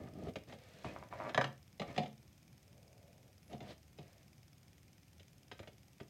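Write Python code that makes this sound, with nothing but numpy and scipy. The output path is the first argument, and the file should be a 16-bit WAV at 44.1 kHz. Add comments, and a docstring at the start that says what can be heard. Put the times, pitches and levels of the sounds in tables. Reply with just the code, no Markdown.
"""Plastic figures on a wooden floor

Small figures are dragged off a pin-art toy. One topples on the hollow floor; another is set down,
picked up and tapped on the toy's frame. Each contact clacks the figure and knocks the boards or the
frame; in between, the plastic rubs, judders and squeaks. A small room echoes, and under it all lie
a low rumble, hiss and a camera's faint regular ticking."""
import sys
import numpy as np
from scipy import signal
from scipy.fft import rfft, irfft, next_fast_len
from scipy.io import wavfile
from scipy.ndimage import map_coordinates

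SR = 44100
rng = np.random.default_rng(int(sys.argv[2]) if len(sys.argv) > 2 else 0)


def master(y):
    """Save y as 16-bit WAV."""
    cut = np.clip(np.atleast_2d(y).T, -1, 1)
    pcm = np.round(cut * 32767)  # scale
    wavfile.write(sys.argv[1], SR, pcm.astype(np.int16))


N = 268850
TIME = np.arange(N) / SR
AGE = np.arange(SR // 2) / SR  # seconds since a contact


def amp(db):
    """Turn decibels into a gain."""
    return 10 ** (np.asarray(db) / 20)


def unit(x):
    """Scale a sound to an average (rms) level of 1."""
    return x / np.sqrt(np.mean(x ** 2) + 1e-20)


def unit_hit(x):
    """Scale a hit so that its first 20 ms have an average (rms) level of 1."""
    return x / np.sqrt(np.mean(x[:SR // 50] ** 2) + 1e-20)


def along(points, hz):
    """Read between (Hz, value) points on a logarithmic frequency scale."""
    point_hz, values = np.transpose(points)
    return np.interp(np.log(hz + 1), np.log(point_hz + 1), values)


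def wobble(rate):
    """A smooth curve through `rate` random values a second."""
    return map_coordinates(rng.standard_normal(int(N * rate / SR) + 4), [TIME * rate])


def add(track, s, sound):
    """Mix a sound into a track, starting at s seconds."""
    part = track[max(round(s * SR), 0):][:len(sound)]
    part += sound[:len(part)]


def filtered(x, response):
    """Change the strength and timing of each frequency as response(hz) says."""
    size = 2 * next_fast_len((len(x) + SR // 4) // 2)
    hz = np.fft.rfftfreq(size, 1 / SR)
    return irfft(rfft(x, size) * response(hz), size)[:len(x)]


def coloured(x, spectrum):
    """Give a sound the tone drawn by (Hz, dB) points."""
    def response(hz):
        cepstrum = irfft(np.log(amp(along(spectrum, hz)) + 1e-6))
        # Fold the second half onto the first, so nothing sounds before its cause.
        cepstrum[1:len(hz) - 1] *= 2
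        cepstrum[len(hz):] = 0
        return np.exp(rfft(cepstrum))
    return filtered(x, response)


def resonate(x, peaks):
    """Let a sound ring through an object's resonances, given as (Hz, width in Hz, dB)."""
    def response(hz):
        total = 0
        for k, (centre, width, db) in enumerate(peaks):
            damping = 1j * hz * width
            total += (-1) ** k * amp(db) * damping / (centre ** 2 - hz ** 2 + damping)
        return total
    return filtered(x, response)


def soften(x, corner_hz):
    """Plastic gives a little on contact, which rounds off the treble."""
    return filtered(x, lambda hz: 1 / (1 + 1j * np.sqrt(2) * hz / corner_hz - (hz / corner_hz) ** 2))


def ring(modes, attack_s, spread_db):
    """Struck wood rings with fading tones whose strengths vary, as if hit on a random spot."""
    hz, db, fade_s = np.transpose(modes)[:, :, None]
    strength = amp(db + spread_db * rng.standard_normal(hz.shape))
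    waves = np.sin(2 * np.pi * (hz * AGE + rng.random(hz.shape)))
    tones = strength * amp(-60 * AGE / fade_s) * waves
    return unit_hit(tones.sum(0) * (1 - np.exp(-AGE / attack_s)))


def contact(chatter, length_s):
    """A sharp push, followed by a brief chatter of the two surfaces."""
    force = rng.standard_normal(len(AGE)) * np.exp(-(AGE / length_s) ** 2)
    force *= chatter / np.linalg.norm(force)
    force[0] += 1
    return force


def tiny_kicks(per_second):
    """Rough surfaces catch on each other at random moments."""
    return rng.choice([-1, 1], N) * (rng.random(N) < per_second / SR)


def walls(x):
    """The nearby walls and floor send back a few quick copies."""
    # Early echoes. Each row: delay in seconds, gain.
    echoes = [(.0013, 0.082), (.0032, 0.19), (.0052, .22), (0.011, 0.22)]
    return filtered(x, lambda hz: 1 + sum(gain * np.exp(-2j * np.pi * hz * s) for s, gain in echoes))


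def room(x, wet_db):
    """The room adds a smooth echo, at level wet_db, in which the treble dies first."""
    # How long the room rings. Each row: frequency in Hz, seconds to fade by 60 dB.
    fade_times = [(150, 0.36), (700, 0.27), (2500, 0.27), (9000, 0.21)]
    hz, seconds, noise = signal.stft(rng.standard_normal(len(AGE)), SR, nperseg=256)
    fade = amp(-60 * seconds / along(fade_times, hz)[:, None])
    tail = signal.istft(noise * fade, SR, nperseg=256)[1][:len(AGE)]
    tail *= 1 - np.exp(-AGE / 0.003)
    return x + amp(wet_db) * signal.fftconvolve(x, tail / np.linalg.norm(tail))[:len(x)]


def background():
    """The room's low rumble wavers a little; the microphone hisses evenly."""
    # The tones of rumble and hiss. Each row: frequency in Hz, relative level in dB.
    rumble_tone = [(15, -44.5), (25, -25.5), (75, -0.5), (125, 0.5), (261, -11.5), (381, -16), (437, -22),
                   (555, -19), (595, -21.5), (756, -20.5), (913, -27), (1500, -35.5), (1950, -74),
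                   (3300, -120)]
    hiss_tone = [(710, -15), (1200, -9.5), (2080, -6.5), (2340, -3.5), (2750, -8), (4280, -10),
                 (5090, -8.5), (5670, -10), (6320, -9.5), (7510, -13), (8830, -12), (10200, -19),
                 (11800, -12), (15800, -18)]
    rumble = amp(-64 + 0.79 * wobble(12)) * unit(coloured(rng.standard_normal(N), rumble_tone))
    hiss = amp(-74) * unit(coloured(rng.standard_normal(N), hiss_tone))
    return rumble + hiss


def ticking(period_s=0.050035):
    """A camera ticks faintly twenty times a second, each tick much like the last."""
    # Spells of ticking. Each row: start in seconds, end in seconds.
    spells = [(.0365, 1.35), (1.3787, 6.1)]
    # The tick's resonances. Each row: pitch in Hz, width in Hz, relative level in dB.
    peaks = [(2190, 760, -7), (3500, 420, -8.5), (5084, 266, -1), (6490, 540, -6.5), (8580, 600, -14),
             (11400, 1000, -14.5)]
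    force = np.zeros(N)
    for start, end in spells:
        for s in np.arange(start, end, period_s):
            push = contact(chatter=0.97, length_s=0.0031)
            add(force, s, amp(rng.normal(0, 0.27)) * push / np.linalg.norm(push))
    return amp(-76) * unit(resonate(force, peaks))


def stroke_gain(layer, attack_s=0.012, release_db_per_s=487):
    """Each slide takes hold, swells or fades with the pressure, and dies when the hand stops."""
    # Slides of a figure. Each row: start in seconds, length in seconds, swell in dB,
    # then the relative levels of drag, scrape and brush halfway through, in dB.
    strokes = [(0.0, 0.079, -2.5, -48.5, -60.5, -71), (0.103, 0.18, 17, -48, -77, -69),
               (0.476, 0.071, 0, -56.5, -75, -61.5), (0.581, 0.25, 5.5, -66.5, -95, -64.5),
               (0.845, 0.23, -16.5, -54.5, -58, -63.5), (1.108, 0.19, 6, -53, -50.5, -62.5),
               (1.868, 0.046, 4.5, -50, -56, -61.5), (1.941, 0.017, 2, -75, -73, -59.5),
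               (3.497, 0.058, 0, -53, -68, -65), (3.61, 0.11, 6.5, -57.5, -61.5, -63),
               (3.988, 0.24, -4, -78, -73, -73.5)]
    gain = np.zeros(N)
    for start, length, swell_db, drag_db, scrape_db, brush_db in strokes:
        level_db = {"drag": drag_db, "scrape": scrape_db, "brush": brush_db}[layer]
        age = TIME - start
        grip = np.clip(age / attack_s + 0.5, 0, 1)
        pressure_db = swell_db * (np.clip(age / length, 0, 1) - 0.5)
        release_db = release_db_per_s * np.clip(age - length, 0, 1)
        gain += grip * amp(level_db + pressure_db - release_db)
    return gain


def brushing():
    """Skin and plastic slide lightly, with a fine uneven grain."""
    # The tone of light rubbing. Each row: frequency in Hz, relative level in dB.
    tone = [(290, -26), (500, 1.5), (776, -9), (1100, -16.5), (1190, -11), (1350, -14), (1800, -8.5),
            (4120, -15.5), (7860, -26.5), (11000, -37), (14300, -60), (22000, -120)]
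    grain = rng.standard_normal(N) * amp(0.32 * wobble(100))
    return stroke_gain("brush") * unit(coloured(grain, tone))


def dragging():
    """Soft, uneven bumps of a dragged figure make the hollow floor grumble."""
    # The tone of the grumble. Each row: frequency in Hz, relative level in dB.
    tone = [(29, -39), (50, -7.5), (81, 1), (193, 2), (414, -5.5), (559, -12.5), (630, -4), (789, -14.5),
            (1020, -35.5), (1080, -33.5), (1220, -13), (1330, -28.5), (1500, -39), (1800, -30.5),
            (2340, -55.5), (3960, -120)]
    grumble = unit(coloured(tiny_kicks(per_second=900), tone))
    return room(stroke_gain("drag") * amp(-1.5) * grumble, wet_db=-16.5)


def squeaks():
    """Fast slips of sliding plastic make one resonance sing, swelling and then fading."""
    # Squeaky rubs. Each row: start and length in seconds, pitch and width in Hz, top level in dB.
    rubs = [(0.859, 0.054, 2510, 300, -59), (1.865, 0.052, 2190, 240, -62), (2.564, 0.87, 556, 230, -69.5),
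            (3.402, 0.17, 11050, 600, -79.5), (3.677, 0.054, 3600, 1870, -59.5)]
    out = np.zeros(N)
    for start, length, hz, width, db in rubs:
        peak = [(hz, width, 0)]
        rasp = unit(resonate(resonate(rng.standard_normal(N), peak), peak))
        swell = np.sin(np.pi * np.clip((TIME - start) / length, 0, 1))
        out += amp(db) * rasp * swell
    return room(out, wet_db=-6.5)


def scraping(gap_s=0.0095, jitter_s=0.0007, spread_db=1, delay_s=0.001025):
    """A pressed figure sticks and slips: runs of nearly regular jerks over a bed of tiny ones."""
    # Runs of slips. Each row: start and length in seconds, relative starting level in dB,
    # change over the run in dB.
    judders = [(0.8436, .009, -30.5, -20), (0.961, .02, -31.5, -19.5), (1.025, 0.019, -37, -10.5),
               (1.125, .048, -30.5, -27), (1.201, 0.08, -31.5, -3.5)]
    # Resonances of the jerking foot. 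Each row: pitch in Hz, width in Hz, relative level in dB.
    foot = [(630, 340, 2.5), (1190, 310, 3.5), (1700, 290, -6.5), (2270, 470, -8)]
    # The tone of the tiny slips. Each row: frequency in Hz, relative level in dB.
    tone = [(150, -37.5), (250, -5), (403, -10.5), (678, 4.5), (827, -17.5), (896, -6), (1050, -9),
            (1530, -21.5), (1740, -7), (1860, -12.5), (2210, -7), (2560, -17), (4360, -39.5), (6000, -39),
            (7800, -72.5), (13200, -120)]
    force = np.zeros(N)
    for start, length, first_db, change_db in judders:
        for age in np.arange(0, length, gap_s):
            late, strong = rng.standard_normal(2)
            slip_db = first_db + change_db * age / length + spread_db * strong
            slip = amp(slip_db + 23) * contact(chatter=0.094, length_s=0.0015)
            add(force, start + age + delay_s + jitter_s * late, slip)
    slips = walls(soften(resonate(force, foot), corner_hz=2600))
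    grit = soften(coloured(tiny_kicks(per_second=2500), tone), corner_hz=1800)
    bed = stroke_gain("scrape") * amp(-2.5) * unit(grit)
    return room(slips + bed, wet_db=-7)


def frame_hit(frame_db, settle_s=0.00895):
    """The toy's case answers a tap with a short hollow bump, just after the first touch."""
    # Resonances of the hollow case. Each row: pitch in Hz, width in Hz, relative level in dB.
    case = [(107, 40, 7.5), (260, 120, 1.5), (393, 194, 2.5), (600, 154, -0.5)]
    push = contact(chatter=0.81, length_s=0.016)
    bump = np.zeros(len(AGE))
    add(bump, settle_s, amp(frame_db - 2.5) * unit_hit(resonate(push, case)))
    return room(bump, wet_db=-10)


def floor_hit(floor_db, medium_blow_db=-51.5, settle_s=0.006114):
    """The boards knock, then thud and flex as the figure's weight comes down."""
    # The boards' higher tones and the floor's slow flexing.
    # Each row: pitch in Hz, relative level in dB, seconds to fade by 60 dB.
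    board_modes = [(409, -1.5, 0.059), (479.3, -4, 0.086), (559, 5.5, 0.059), (596.4, -21.5, 0.094),
                   (633.3, -7, 0.087), (702.4, -3, 0.13), (735, 1.5, 0.11), (820, -3, 0.086)]
    flex_modes = [(107, -13, 0.05), (136.1, -1, 0.27), (217, 2.5, 0.13), (254.5, -9, 0.16),
                  (322, -7.5, 0.096)]
    # The tone of a dull push on the floor. Each row: frequency in Hz, relative level in dB.
    thud_tone = [(40, -39.5), (90, -13.5), (140, 1.5), (210, -2), (290, -5.5), (400, -3), (700, -5),
                 (900, -13.5), (1300, -25.5), (3000, -75)]
    knock_db = floor_db - 9 + 0.35 * (floor_db - medium_blow_db)  # hard blows favour the knock
    boards = amp(knock_db) * ring(board_modes, attack_s=0.0015, spread_db=2)
    thump = amp(floor_db - 5.5) * ring(flex_modes, attack_s=0.002, spread_db=3)
    push = contact(chatter=1.5, length_s=0.022)
    thud = amp(floor_db - 4.5) * unit_hit(coloured(push, thud_tone))
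    add(boards, settle_s, thump + thud)
    return room(boards, wet_db=-6.5)


def figure_hit(body, clack_db, snap_db, chatter, length_s, wet_db):
    """One contact gives a clack from the figure's body and a bright snap from its thin edges."""
    # Resonances of the hard edges. Each row: pitch in Hz, width in Hz, relative level in dB.
    edges = [(2040, 290, 2), (2660, 1240, 3), (3406, 1100, 4), (4260, 280, -1), (4480, 590, -9),
             (5180, 380, -6), (6110, 420, -8), (7300, 1600, -18), (9000, 700, -23), (12070, 2200, -31.5)]
    body_ring = soften(resonate(contact(chatter, length_s), body), corner_hz=3593)
    edge_ring = soften(resonate(contact(chatter=4.33, length_s=length_s), edges), corner_hz=9000)
    clack = amp(clack_db - 9.5) * unit_hit(walls(body_ring))
    snap = amp(snap_db - 11) * unit_hit(walls(edge_ring))
    return room(clack + snap, wet_db)


def taps(delay_s=0.0008):
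    """Hand-held figures scuff a little as they land; the toppling one bounces crisply."""
    # Resonances of a small figure's body and of the toppling figure's hollow head.
    # Each row: pitch in Hz, width in Hz, relative level in dB.
    body = [(530, 330, 2.5), (910, 270, -17), (1184, 130, -7), (1750, 310, 4), (1893, 580, 2.5)]
    head = [(533.5, 100, -6.5), (697, 150, -3), (1100, 100, -1), (1320, 66, -6.5), (1730, 200, -2.5)]
    # Taps on the floor, taps on the toy's frame and bounces on the floor. Each row: start in
    # seconds, then the relative levels of the clack, the snap and the struck surface in dB.
    floor_taps = [(0.496, -55, -58, -59.5), (0.5241, -48, -53.5, -51.5), (0.846, -62, -52.5, -43),
                  (1.2932, -42, -48.5, -54), (1.7962, -42.5, -38.5, -39.5), (1.8165, -36.5, -52, -45),
                  (1.962, -43, -46, -46.5), (1.9779, -32.5, -33, -34), (2.0325, -49, -47, -44.5),
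                  (2.0584, -50, -50, -59), (3.512, -68, -67, -52.5), (3.529, -62, -51.5, -46.5),
                  (3.6038, -53, -51.5, -49.5), (3.9855, -53, -52.5, -51)]
    frame_taps = [(0.071, -55, -81, -63), (0.285, -68, -54, -45), (0.3565, -36.5, -44.5, -43),
                  (5.1952, -62, -54.5, -63.5), (5.5136, -42.5, -45.5, -53), (5.5913, -48, -49.5, -47),
                  (5.6293, -50, -67, -60), (5.673, -47, -51.5, -55), (6.0004, -47.5, -52, -45.5)]
    bounces = [(1.345, -30, -33.5, -44), (1.376, -20, -32.5, -33), (1.4115, -25.5, -35, -44),
               (1.441, -32, -34.5, -46.5)]
    out = np.zeros(N)
    for s, clack_db, snap_db, floor_db in floor_taps:
        figure = figure_hit(body, clack_db, snap_db, chatter=1.9, length_s=0.007, wet_db=-7.5)
        add(out, s + delay_s, figure + floor_hit(floor_db))
    for s, clack_db, snap_db, frame_db in frame_taps:
        figure = figure_hit(body, clack_db, snap_db, chatter=2.5, length_s=0.0097, wet_db=-9)
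        add(out, s + delay_s, figure + frame_hit(frame_db))
    for s, clack_db, snap_db, floor_db in bounces:
        figure = figure_hit(head, clack_db, snap_db, chatter=1.2, length_s=0.0052, wet_db=-9.5)
        add(out, s + delay_s, figure + floor_hit(floor_db))
    return out


def scene():
    """All the sources meet at one microphone."""
    return (taps() + scraping() + squeaks() + dragging() + brushing() + ticking() + background())[None]


def record(dry):
    """The microphone loses the deep bass, and the camera drops the very highest treble."""
    low_cut_hz, top_hz = 48, 15950
    low_cut = signal.butter(3, low_cut_hz, "highpass", fs=SR, output="sos")
    thin = signal.sosfilt(low_cut, dry)
    return np.array([filtered(channel, lambda hz: hz < top_hz) for channel in thin])


dry = scene()
out = record(dry)
master(out)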